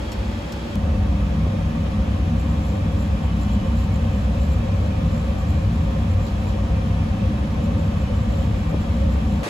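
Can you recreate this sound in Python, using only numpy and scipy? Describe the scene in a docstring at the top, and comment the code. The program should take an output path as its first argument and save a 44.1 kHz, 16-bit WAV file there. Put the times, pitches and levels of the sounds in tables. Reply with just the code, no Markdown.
"""First you hear the low boom and airy rush of a large oil burner, from across its boiler room.
Soon you are at the boiler's open port, where it is louder, and for a last instant away from it.
The swirling flame makes the fire chamber boom; the blower's air rushes through ringing ducts and howls
at the port. A loose metal part rattles in spells, once per motor turn, and faint high tones flicker.
A gloved hand holding a gauge makes a few faint clicks, swishes and soft knocks."""
import sys
import numpy as np
from scipy import signal
from scipy.fft import rfft, irfft, next_fast_len
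from scipy.io import wavfile
from scipy.ndimage import uniform_filter1d, minimum_filter1d

SR = 44100
rng = np.random.default_rng(int(sys.argv[2]) if len(sys.argv) > 2 else 0)


def log_audio(samples):
    """Write samples as a 16-bit WAV file to the path given in sys.argv[1]."""
    # one column per channel
    frames = np.atleast_2d(samples).T
    # limit to full scale, then quantise
    limited = np.clip(frames, -1, 1)
    pcm = np.round(limited * 32767).astype(np.int16)
    wavfile.write(sys.argv[1], SR, pcm)


N = 418509
TIME = np.arange(N) / SR
SIZE = next_fast_len(N, True)
FREQ = np.maximum(np.arange(SIZE // 2 + 1) * SR / SIZE, 1)
AT_PORT_S, AWAY_S = .756, 9.431  # the listener suddenly changes place at these times

# The fire chamber's modes (pitches it likes to ring at).
# Each row: pitch in Hz, width in Hz, relative strength in dB at the port, then in the room.
CHAMBER_MODES = [(55, 8.9, -46, -50), (63.8, 9.3, -34, -40), (74.8, 18, -40, -50), (96.7, 9.8, -32.5, -41),
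                 (120.5, 45, -50.5, -66), (162.8, 16.9, -41.3, -50), (201.4, 14.6, -41, -43.5),
                 (216.6, 25, -50.5, -55), (229, 11.3, -45, -42), (250.7, 14, -58.5, -67),
                 (287.7, 24, -55, -64), (300, 6.4, -56.5, -55)]
# How loud the flame's four bands are, lowest first. Each row: time in seconds, base level in dB.
THROB_LEVELS = [(0.0, -29), (0.12, -24.5), (0.36, -29), (0.42, -33), (0.72, -34), (0.84, -20.5),
                (1.44, -19.5), (1.56, -40), (1.62, -21.5), (1.92, -27), (1.98, -21.5), (2.82, -24),
                (3.18, -21), (3.42, -24), (3.84, -21.5), (3.96, -22.5), (4.56, -20.5), (4.68, -24.5),
                (5.34, -22.5), (8.1, -25), (8.28, -23.5), (8.7, -25), (9.12, -18.5), (9.4, -25.5)]
DRONE_LEVELS = [(0.0, -30.5), (0.66, -38), (0.78, -26), (1.14, -26), (1.32, -33), (1.56, -21.5),
                (1.68, -29.5), (2.1, -26), (3.66, -27), (3.96, -23.5), (4.5, -30.5), (4.68, -22.5),
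                (5.4, -27), (5.7, -21.5), (5.88, -30.5), (6.12, -20), (6.36, -25), (7.26, -23.5),
                (7.38, -31), (7.56, -24), (8.7, -26.5), (9.4, -31.5)]
ROAR_LEVELS = [(0.0, -36), (0.3, -31), (0.66, -35), (0.78, -28), (1.98, -25), (4.68, -26.5), (4.8, -28),
               (5.16, -24), (5.28, -28.5), (5.76, -26.5), (6.24, -27.0), (8.16, -25.5), (8.34, -29),
               (9.4, -23.5)]
BOXY_LEVELS = [(0, -45), (.72, -42.5), (1.18, -33), (1.45, -39.5), (2.4, -36.5), (3.4, -37.5), (4.35, -40),
               (6.2, -39.5), (7.7, -37), (8.2, -41), (9.05, -36), (9.4, -38)]
# Moments when throb and drone falter. Each row: time in seconds, dip in dB.
FLAME_DIPS = [(.12, -8), (.42, -4), (1.34, -8), (1.73, -5), (7.47, -9), (8.84, -9)]

# The blower's rush at the port, in the room and away. Each row: pitch in Hz, base level in dB per Hz.
RUSH_AT_PORT = [(20, -58), (50, -49), (150, -54.5), (360, -66.5), (640, -70.5), (1150, -73.5),
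                (1500, -74.5), (2800, -80), (3600, -82), (4600, -87), (5800, -87.5), (7200, -94),
                (11500, -99), (15000, -105)]
RUSH_IN_ROOM = [(20, -70), (70, -55.5), (250, -61.5), (450, -65), (1000, -69.5), (2000, -75), (3000, -78.5),
                (4500, -82.5), (7000, -90.5), (9000, -95), (12000, -99), (15000, -103)]
RUSH_AWAY = [(20, -76), (70, -58), (240, -59), (400, -65), (560, -56), (750, -61.5), (2000, -66),
             (6000, -79), (10000, -84), (12500, -89), (15000, -98)]
# Modes of the ducts, the casing and the open port, then some faint narrow tones.
# Each row: pitch in Hz, width in Hz, relative strength in dB on the left, then on the right.
DUCT_MODES = [(448, 69, -63.5, -69.5), (696.3, 58, -62.5, -63.5), (754, 16, -60, -67), (774, 25, -63, -64),
              (897, 51, -63, -66.5), (971, 29, -65, -75), (1057, 43, -63.5, -67), (1139, 63, -69, -67),
              (1199, 30, -66.5, -68.5), (1285, 35, -68, -68), (1533, 35, -77, -73), (1710, 28, -73, -69.5),
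              (1863, 35, -74.5, -72)]
CASING_MODES = [(319, 30, -58, -57), (367, 19, -60, -63), (516, 21, -56, -55.5), (569, 25, -54.5, -57),
                (860, 85, -65, -67), (1280, 24, -73, -68), (1510, 25, -75, -70), (2460, 300, -80, -75),
                (3267, 84, -73, -68.5), (5280, 94, -82, -82)]
HOWL_MODES = [(507.7, 36, -58, -61.5), (529.2, 15, -53, -57), (543, 12, -65, -52.5),
              (566, 11.7, -52.5, -58), (575.4, 20, -62.5, -59), (607, 16.4, -59.5, -70.5)]
FAINT_TONES = [(2204, 35, -76.5, -73.5), (2390, 16, -73, -73.5), (2423, 15, -77, -77.5),
               (2447, 65, -80, -77), (2584, 37, -77, -79), (2633, 51, -79, -73.5), (2973, 90, -76.5, -78.5),
               (3180, 42, -76.5, -81), (3307, 57, -75.5, -77), (3880, 65, -84, -87)]
# How loud the port's hollow note is. Each row: time in seconds, base level in dB.
HOWL_LEVELS = [(0.76, -38), (1.78, -40.5), (2.26, -40), (2.38, -39), (3.04, -39.5), (3.4, -45), (3.64, -36),
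               (3.88, -42.5), (4.18, -37.5), (5.62, -37.5), (5.74, -44), (5.86, -37.5), (7.06, -41),
               (7.12, -38), (7.54, -40), (7.78, -36.5), (8.2, -38.5), (8.44, -37.0), (8.62, -44),
               (8.74, -36.5), (8.92, -40), (9.04, -34), (9.22, -41), (9.4, -37)]
# Faint whines. Each row: middle in seconds, level in dB, half length in seconds, pitch in Hz.
FAINT_WHINES = [(2.5, -57, .5, 2400), (3.62, -53, 0.18, 2980), (5.1, -57, 0.65, 2385),
                (8.15, -56, 0.1, 3000), (8.72, -57, .22, 2380)]

# Spells when the motor keeps the loose part stirring. Each row: start and end in seconds.
RESTLESS_SPELLS = [(2.28, 6.7), (7.5, 11)]
# Its clearest rattles. Each row: middle in seconds, base level in dB, length in seconds.
CLEAR_RATTLES = [(2.40, -51, 0.054), (2.51, -53, .05), (2.68, -52.5, 0.17), (3.007, -52, 0.097),
                 (3.23, -61, .09), (3.424, -48, 0.058), (3.535, -49.5, 0.054), (3.803, -50, 0.12),
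                 (3.947, -52.5, .06), (4.22, -60, .05), (4.43, -50, 0.096), (4.525, -49, .05),
                 (4.68, -62, .06), (4.87, -54, .05), (5.17, -55, 0.3), (5.405, -53, 0.065),
                 (5.507, -50, .06), (5.758, -56, .08), (6.12, -55, .07), (6.26, -50, .07),
                 (6.483, -52, 0.077), (6.87, -58, .05), (7.65, -51, .04), (7.803, -54, 0.036),
                 (8.023, -55, .08), (8.17, -55, .06), (8.38, -52.5, 0.23), (8.697, -54, .04),
                 (8.812, -52, .05), (9.13, -53, .06), (9.33, -54, 0.14)]
# Modes of the loose part. Each row: pitch in Hz, width in Hz, relative strength in dB.
LOOSE_PART_MODES = [(4090, 230, 9.5), (6650, 160, 1), (7170, 94, 10), (7350, 74, 9), (7450, 73, 3),
                    (10450, 200, -2.5), (11600, 600, 0)]
# Soft knocks on the boiler. Each row: start in seconds, peak in dB, the hand's damping time in seconds.
HAND_KNOCKS = [(1.467, -21, .005), (8.743, -16.5, 0.0047), (9.464, -19, 0.028)]
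# Modes of the knocked steel. Each row: pitch in Hz, seconds to fade by 60 dB, relative strength in dB.
STEEL_MODES = [(344, 0.035, 5), (432, 0.037, 3.5), (577, 0.093, -0.5), (700, 0.04, -6), (800, .05, -7)]
# Clicks of the gauge. Each row: start in seconds, base level in dB, fading time in seconds.
GAUGE_CLICKS = [(0.118, -37, .008), (.129, -47, 0.0055), (.522, -41, 0.0092)]
# Bright bands that colour the faint clicks. Each row: pitch in Hz, width in Hz, relative strength in dB.
CLICK_BANDS = [(3200, 500, -6), (4500, 490, -3), (5350, 320, 2), (6850, 260, -4.5), (7650, 250, -17),
               (11700, 980, -7), (12800, 830, -11)]
# The glove brushes the port's rim.
# Each row: middle in seconds, level in dB, half length in seconds, centre pitch in Hz.
GLOVE_BRUSHES = [(1.863, -44, .018, 2700), (3.8, -54, .02, 5000), (6.28, -47, 0.018, 4200),
                 (6.5, -53, .025, 4600)]

# How the two microphones differ in tone. 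Each row: pitch in Hz, left minus right in dB.
MIC_BALANCE = [(100, 2), (400, 0.5), (900, -2), (1500, -3), (2500, -1), (3400, -1.5), (4500, 5),
               (5700, -0.5), (15000, 0)]
# Rush that reaches both microphones by the same paths. Each row: pitch in Hz, share from 0 to 1.
SHARED_SHARE = [(400, 0.3), (750, 0.41), (1200, 0.19), (1900, 0.11), (3000, 0.14), (4500, 0.35),
                (5700, 0.09), (7400, 0.85), (8300, 0)]
# How far the left leads the right on those paths. Each row: pitch in Hz, lead in radians.
LEFT_LEAD = [(470, 0), (575, 1.6), (720, 0), (850, 2), (1160, -0.34), (1300, 3.5), (1700, 4.5), (2200, 4.5),
             (3200, 7.6), (3700, 6.5)]
# Share of the remaining hiss whose left and right are by turns alike and opposed as the pitch rises.
# Each row: pitch in Hz, share from 0 to 1.
ALTERNATING_SHARE = [(100, 0.1), (450, 0.48), (650, 0.03), (1800, 0.06), (3000, 0.08), (4000, 0.25),
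                     (5500, 0.16), (7200, 1), (12000, 1)]


def flame(splits_hz=(83, 132, 262), flutter_rate=17, dip_s=0.029):
    """Swirling fire makes the chamber's modes boom; four bands of them swell and flutter separately."""
    turbulence = noise() * np.sqrt(mode_power(CHAMBER_MODES))
    below_low, below_mid, below_top = (1 / (1 + (FREQ / hz) ** 20) for hz in splits_hz)
    dips = sum(db * bump(s, dip_s) for s, db in FLAME_DIPS)
    out = 0
    for band, base_db, trim_db, flutter_db in (
            (below_low, curve(THROB_LEVELS) + dips, 0.24, 0.9),
            (below_mid - below_low, curve(DRONE_LEVELS) + dips, -0.53, 1.74),
            (below_top - below_mid, curve(ROAR_LEVELS), -0.45, 1.45),
            (1 - below_top, curve(BOXY_LEVELS), -1.0, 1.6)):
        level_db = base_db + trim_db + flutter_db * wander(flutter_rate)
        port, room = map(unit, to_wave(turbulence * band))
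        out = out + undb(level_db) * steady(room + after(AT_PORT_S) * (port - room))
    return out * (1 - after(AWAY_S))


def blower():
    """The blower's air rushes; the casing rings along in the room, and the ducts do at the port."""
    air = rushing_air() * standing_waves()
    balance = undb(colour(MIC_BALANCE) * np.array([[1], [-1]]) / 2)
    room_power = undb(colour(RUSH_IN_ROOM)) ** 2 + mode_power(CASING_MODES)
    port_power = (balance * undb(colour(RUSH_AT_PORT))) ** 2 + mode_power(DUCT_MODES)
    room = to_wave(air * np.sqrt(room_power))
    port = to_wave(air * np.sqrt(port_power))
    away = to_wave(air * undb(colour(RUSH_AWAY)))
    return room + after(AT_PORT_S) * (port - room) + after(AWAY_S) * (away - port)


def howl(trim_db=-0.45, pulse_db=1.5, pulse_rate=20, shared_gain=1.38):
    """The draught blows across the open port, whose hollow note surges and sinks."""
    draught = shared_gain * shared_noise() + noise_pair()
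    note = steady(to_wave(draught * np.sqrt(mode_power(HOWL_MODES))))
    level_db = curve(HOWL_LEVELS) + trim_db + pulse_db * wander(pulse_rate)
    return note * undb(level_db) * (after(AT_PORT_S) - after(AWAY_S))


def loose_part(motor_hz=58.9, decay_turns=0.79, stir_db=-66, swing_db=9.5, stir_rate=22, trim_db=-1.0):
    """A loose metal part chatters and rings once per motor turn, in restless spells and short rattles."""
    turn = TIME * motor_hz % 1
    chatter = rfft(np.exp(-turn / decay_turns) * rng.standard_normal((2, N)), SIZE)
    ring = unit(to_wave(cross_mix(*chatter) * ringing(LOOSE_PART_MODES)))
    spells = sum(after(start) - after(end) for start, end in RESTLESS_SPELLS)
    spells = uniform_filter1d(spells, int(0.13 * SR))  # fade each spell in and out
    stirring = spells * undb(stir_db + swing_db * np.tanh(wander(stir_rate)))
    rattles = sum(undb(db) * bump(s, length / 2) for s, db, length in CLEAR_RATTLES)
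    return ring * np.maximum(stirring, rattles) * undb(trim_db)


def knocks(push_s=0.0034):
    """Padded blows ring the steel's low modes; the resting hand soon damps them."""
    t = TIME[:SR // 4]
    ring = sum(undb(db - 60 * t / fade_s) * np.sin(2 * np.pi * hz * t) for hz, fade_s, db in STEEL_MODES)
    out = np.zeros(N + len(t))
    for s, db, damp_s in HAND_KNOCKS:
        blow = ring * (1 - np.exp(-t / push_s)) * np.exp(-t / damp_s)
        start = int(s * SR)
        out[start:start + len(t)] += undb(db) * blow / np.abs(blow).max()
    return out[:N]


def tick(gain_db=-11.5):
    """One sharp, dry tick sounds just as the scene changes."""
    impulse = np.exp(-2j * np.pi * FREQ * AT_PORT_S)
    return undb(gain_db) * to_wave(impulse * resonance(hz=3000, width_hz=7500) ** 2)


def gauge_clicks(stereo_spread=0.61, bands_db=11, scrape_db=-3, soften_hz=12500):
    """Tiny slips of the soft glove scrape the gauge; bright bands colour the faint clicks."""
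    slips = sum(undb(db) * (TIME >= s) * np.exp(-np.abs(TIME - s) / fade_s)
                for s, db, fade_s in GAUGE_CLICKS)
    friction = rng.standard_normal(N) + stereo_spread * rng.standard_normal((2, N))
    grit = rfft(slips * friction, SIZE) / (1 + (FREQ / soften_hz) ** 10)
    bands = undb(bands_db) * ringing(CLICK_BANDS)
    scrape = undb(scrape_db) * resonance(hz=5800, width_hz=3000)
    return to_wave(grit * (bands + scrape))


def glove_brushes(width_share=0.48):
    """Rubber slides over steel in short, soft swishes."""
    rub = noise_pair()
    return sum(undb(db) * bump(s, half_s) * unit(to_wave(rub * resonance(hz, width_share * hz) ** 2))
               for s, db, half_s, hz in GLOVE_BRUSHES)


def faint_tones(flicker_db=2.5, flicker_rate=20, trim_db=0.1):
    """Faint narrow tones between 2 and 4 kHz, each flickering in level."""
    hiss = noise_pair()
    out = 0
    for row in FAINT_TONES:
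        tone = to_wave(hiss * np.sqrt(mode_power([row])))
        out = out + tone * undb(trim_db + flicker_db * wander(flicker_rate))
    return out * after(AT_PORT_S)


def whines(width_hz=36):
    """Now and then one high tone sings a little more clearly, wavering."""
    hiss = noise()
    return sum(undb(db) * bump(s, half_s) * unit(to_wave(hiss * resonance(hz, width_hz)))
               for s, db, half_s, hz in FAINT_WHINES)


def rushing_air(alike_hz=280):
    """Left and right spectra of the rush: part shared, part separate, part alike or opposed by pitch."""
    alternating = colour(ALTERNATING_SHARE)
    air = np.sqrt(alternating) * cross_mix(noise(), noise()) + np.sqrt(1 - alternating) * noise_pair()
    # long, low waves reach both microphones alike
    alike = np.maximum(1 / (1 + (FREQ / alike_hz) ** 2), colour(SHARED_SHARE))
    return np.sqrt(alike) * shared_noise() + np.sqrt(1 - alike) * air


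def standing_waves(spacing_hz=14, depth_db=1.5, full_depth_hz=1200):
    """The bare walls boost some pitches and weaken others, differently at each microphone."""
    hz = np.arange(0, SR / 2, spacing_hz)
    ripple = np.array([np.interp(FREQ, hz, rng.standard_normal(len(hz))) for _ in range(2)])
    return undb(depth_db * ripple * np.minimum(FREQ / full_depth_hz, 1))


def shared_noise():
    """One noise reaches both microphones, put out of step by reflections from the boiler."""
    return noise() * np.exp(.5j * colour(LEFT_LEAD) * np.array([[1], [-1]]))


def cross_mix(left, right, lag_ms=0.277):
    """Each side gets a late copy of the other, making them alike at some pitches, opposed at others."""
    delay = np.exp(-2j * np.pi * FREQ * lag_ms / 1000)
    return np.array([left + delay * right, right + delay * left]) / np.sqrt(2)


def resonance(hz, width_hz):
    """How one mode answers each pitch, with gain 1 at its centre."""
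    return 1 / (1 + 1j * (FREQ ** 2 - hz ** 2) / (FREQ * width_hz))


def ringing(modes):
    """How several resonances together answer each pitch."""
    return sum(undb(db) * resonance(hz, width) for hz, width, db in modes)


def mode_power(modes):
    """Power at each pitch of steep, separately driven modes; one result per dB column."""
    return sum(undb(dbs)[:, None] ** 2 / (1 + ((FREQ ** 2 - hz ** 2) / (FREQ * width)) ** 2) ** 2
               for hz, width, *dbs in modes)


def noise():
    """Spectrum (the mix of pitches) of fresh white noise at 0 dB per Hz."""
    return rfft(rng.standard_normal(SIZE)) * np.sqrt(SR / 2)


def noise_pair():
    """Separate noise spectra for left and right."""
    return np.array([noise(), noise()])


def to_wave(spectrum):
    """Turn a spectrum into a waveform."""
    return irfft(spectrum, SIZE)[..., :N]


def wander(rate):
    """Smooth random drift of about 1 either way, with `rate` new values a second."""
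    hold = int(SR / rate)
    steps = np.repeat(rng.standard_normal(N // hold + 1), hold)
    return 1.3 * uniform_filter1d(uniform_filter1d(steps, hold), hold)[:N]


def bump(s, half_length_s):
    """Smooth rise and fall around time s."""
    distance = np.abs(TIME - s) / half_length_s
    return np.exp(-distance ** 2) * (distance < 4)


def after(s):
    """Go from 0 to 1 in a millisecond at time s."""
    return np.clip((TIME - s) * 1000, 0, 1)


def curve(rows):
    """Join (seconds, value) rows with straight lines."""
    return np.interp(TIME, *np.transpose(rows))


def colour(rows):
    """Join (Hz, value) rows, giving every octave equal room."""
    hz, value = np.transpose(rows)
    return np.interp(np.log(FREQ), np.log(hz), value)


def steady(x, span_s=.13):
    """Even out slow changes in level but keep the quick flutter."""
    power = np.mean(np.atleast_2d(x), axis=0) ** 2
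    return x / np.sqrt(uniform_filter1d(power, int(span_s * SR)))


def unit(x):
    """Scale to an average power of 1."""
    return x / np.sqrt(np.mean(x ** 2))


def undb(db):
    """Turn decibels into a gain."""
    return 10 ** (np.asarray(db) / 20)


def scene():
    """Add up the flame, the blower and the small noises around them."""
    burner = flame() + blower() + howl() + faint_tones() + whines() + loose_part()
    return burner + gauge_clicks() + glove_brushes() + tick() + knocks()


def record(dry, left_louder_db=0.4, low_cut_hz=27, high_cut_hz=15800, ceiling=.36, hold_s=.02):
    """Lean a little to the left, ease the tallest waves down and cut the deepest bass and the very top."""
    dry = dry * undb([[left_louder_db / 2], [-left_louder_db / 2]])
    dry = signal.sosfilt(signal.butter(2, low_cut_hz, "high", fs=SR, output="sos"), dry)
    hold = int(hold_s * SR)
    gain = np.minimum(1, ceiling / (np.abs(dry).max(axis=0) + 1e-9))
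    gain = uniform_filter1d(minimum_filter1d(gain, hold), hold)
    return signal.sosfilt(signal.ellip(8, .2, 70, high_cut_hz, fs=SR, output="sos"), dry * gain)


dry = scene()
out = record(dry)
log_audio(out)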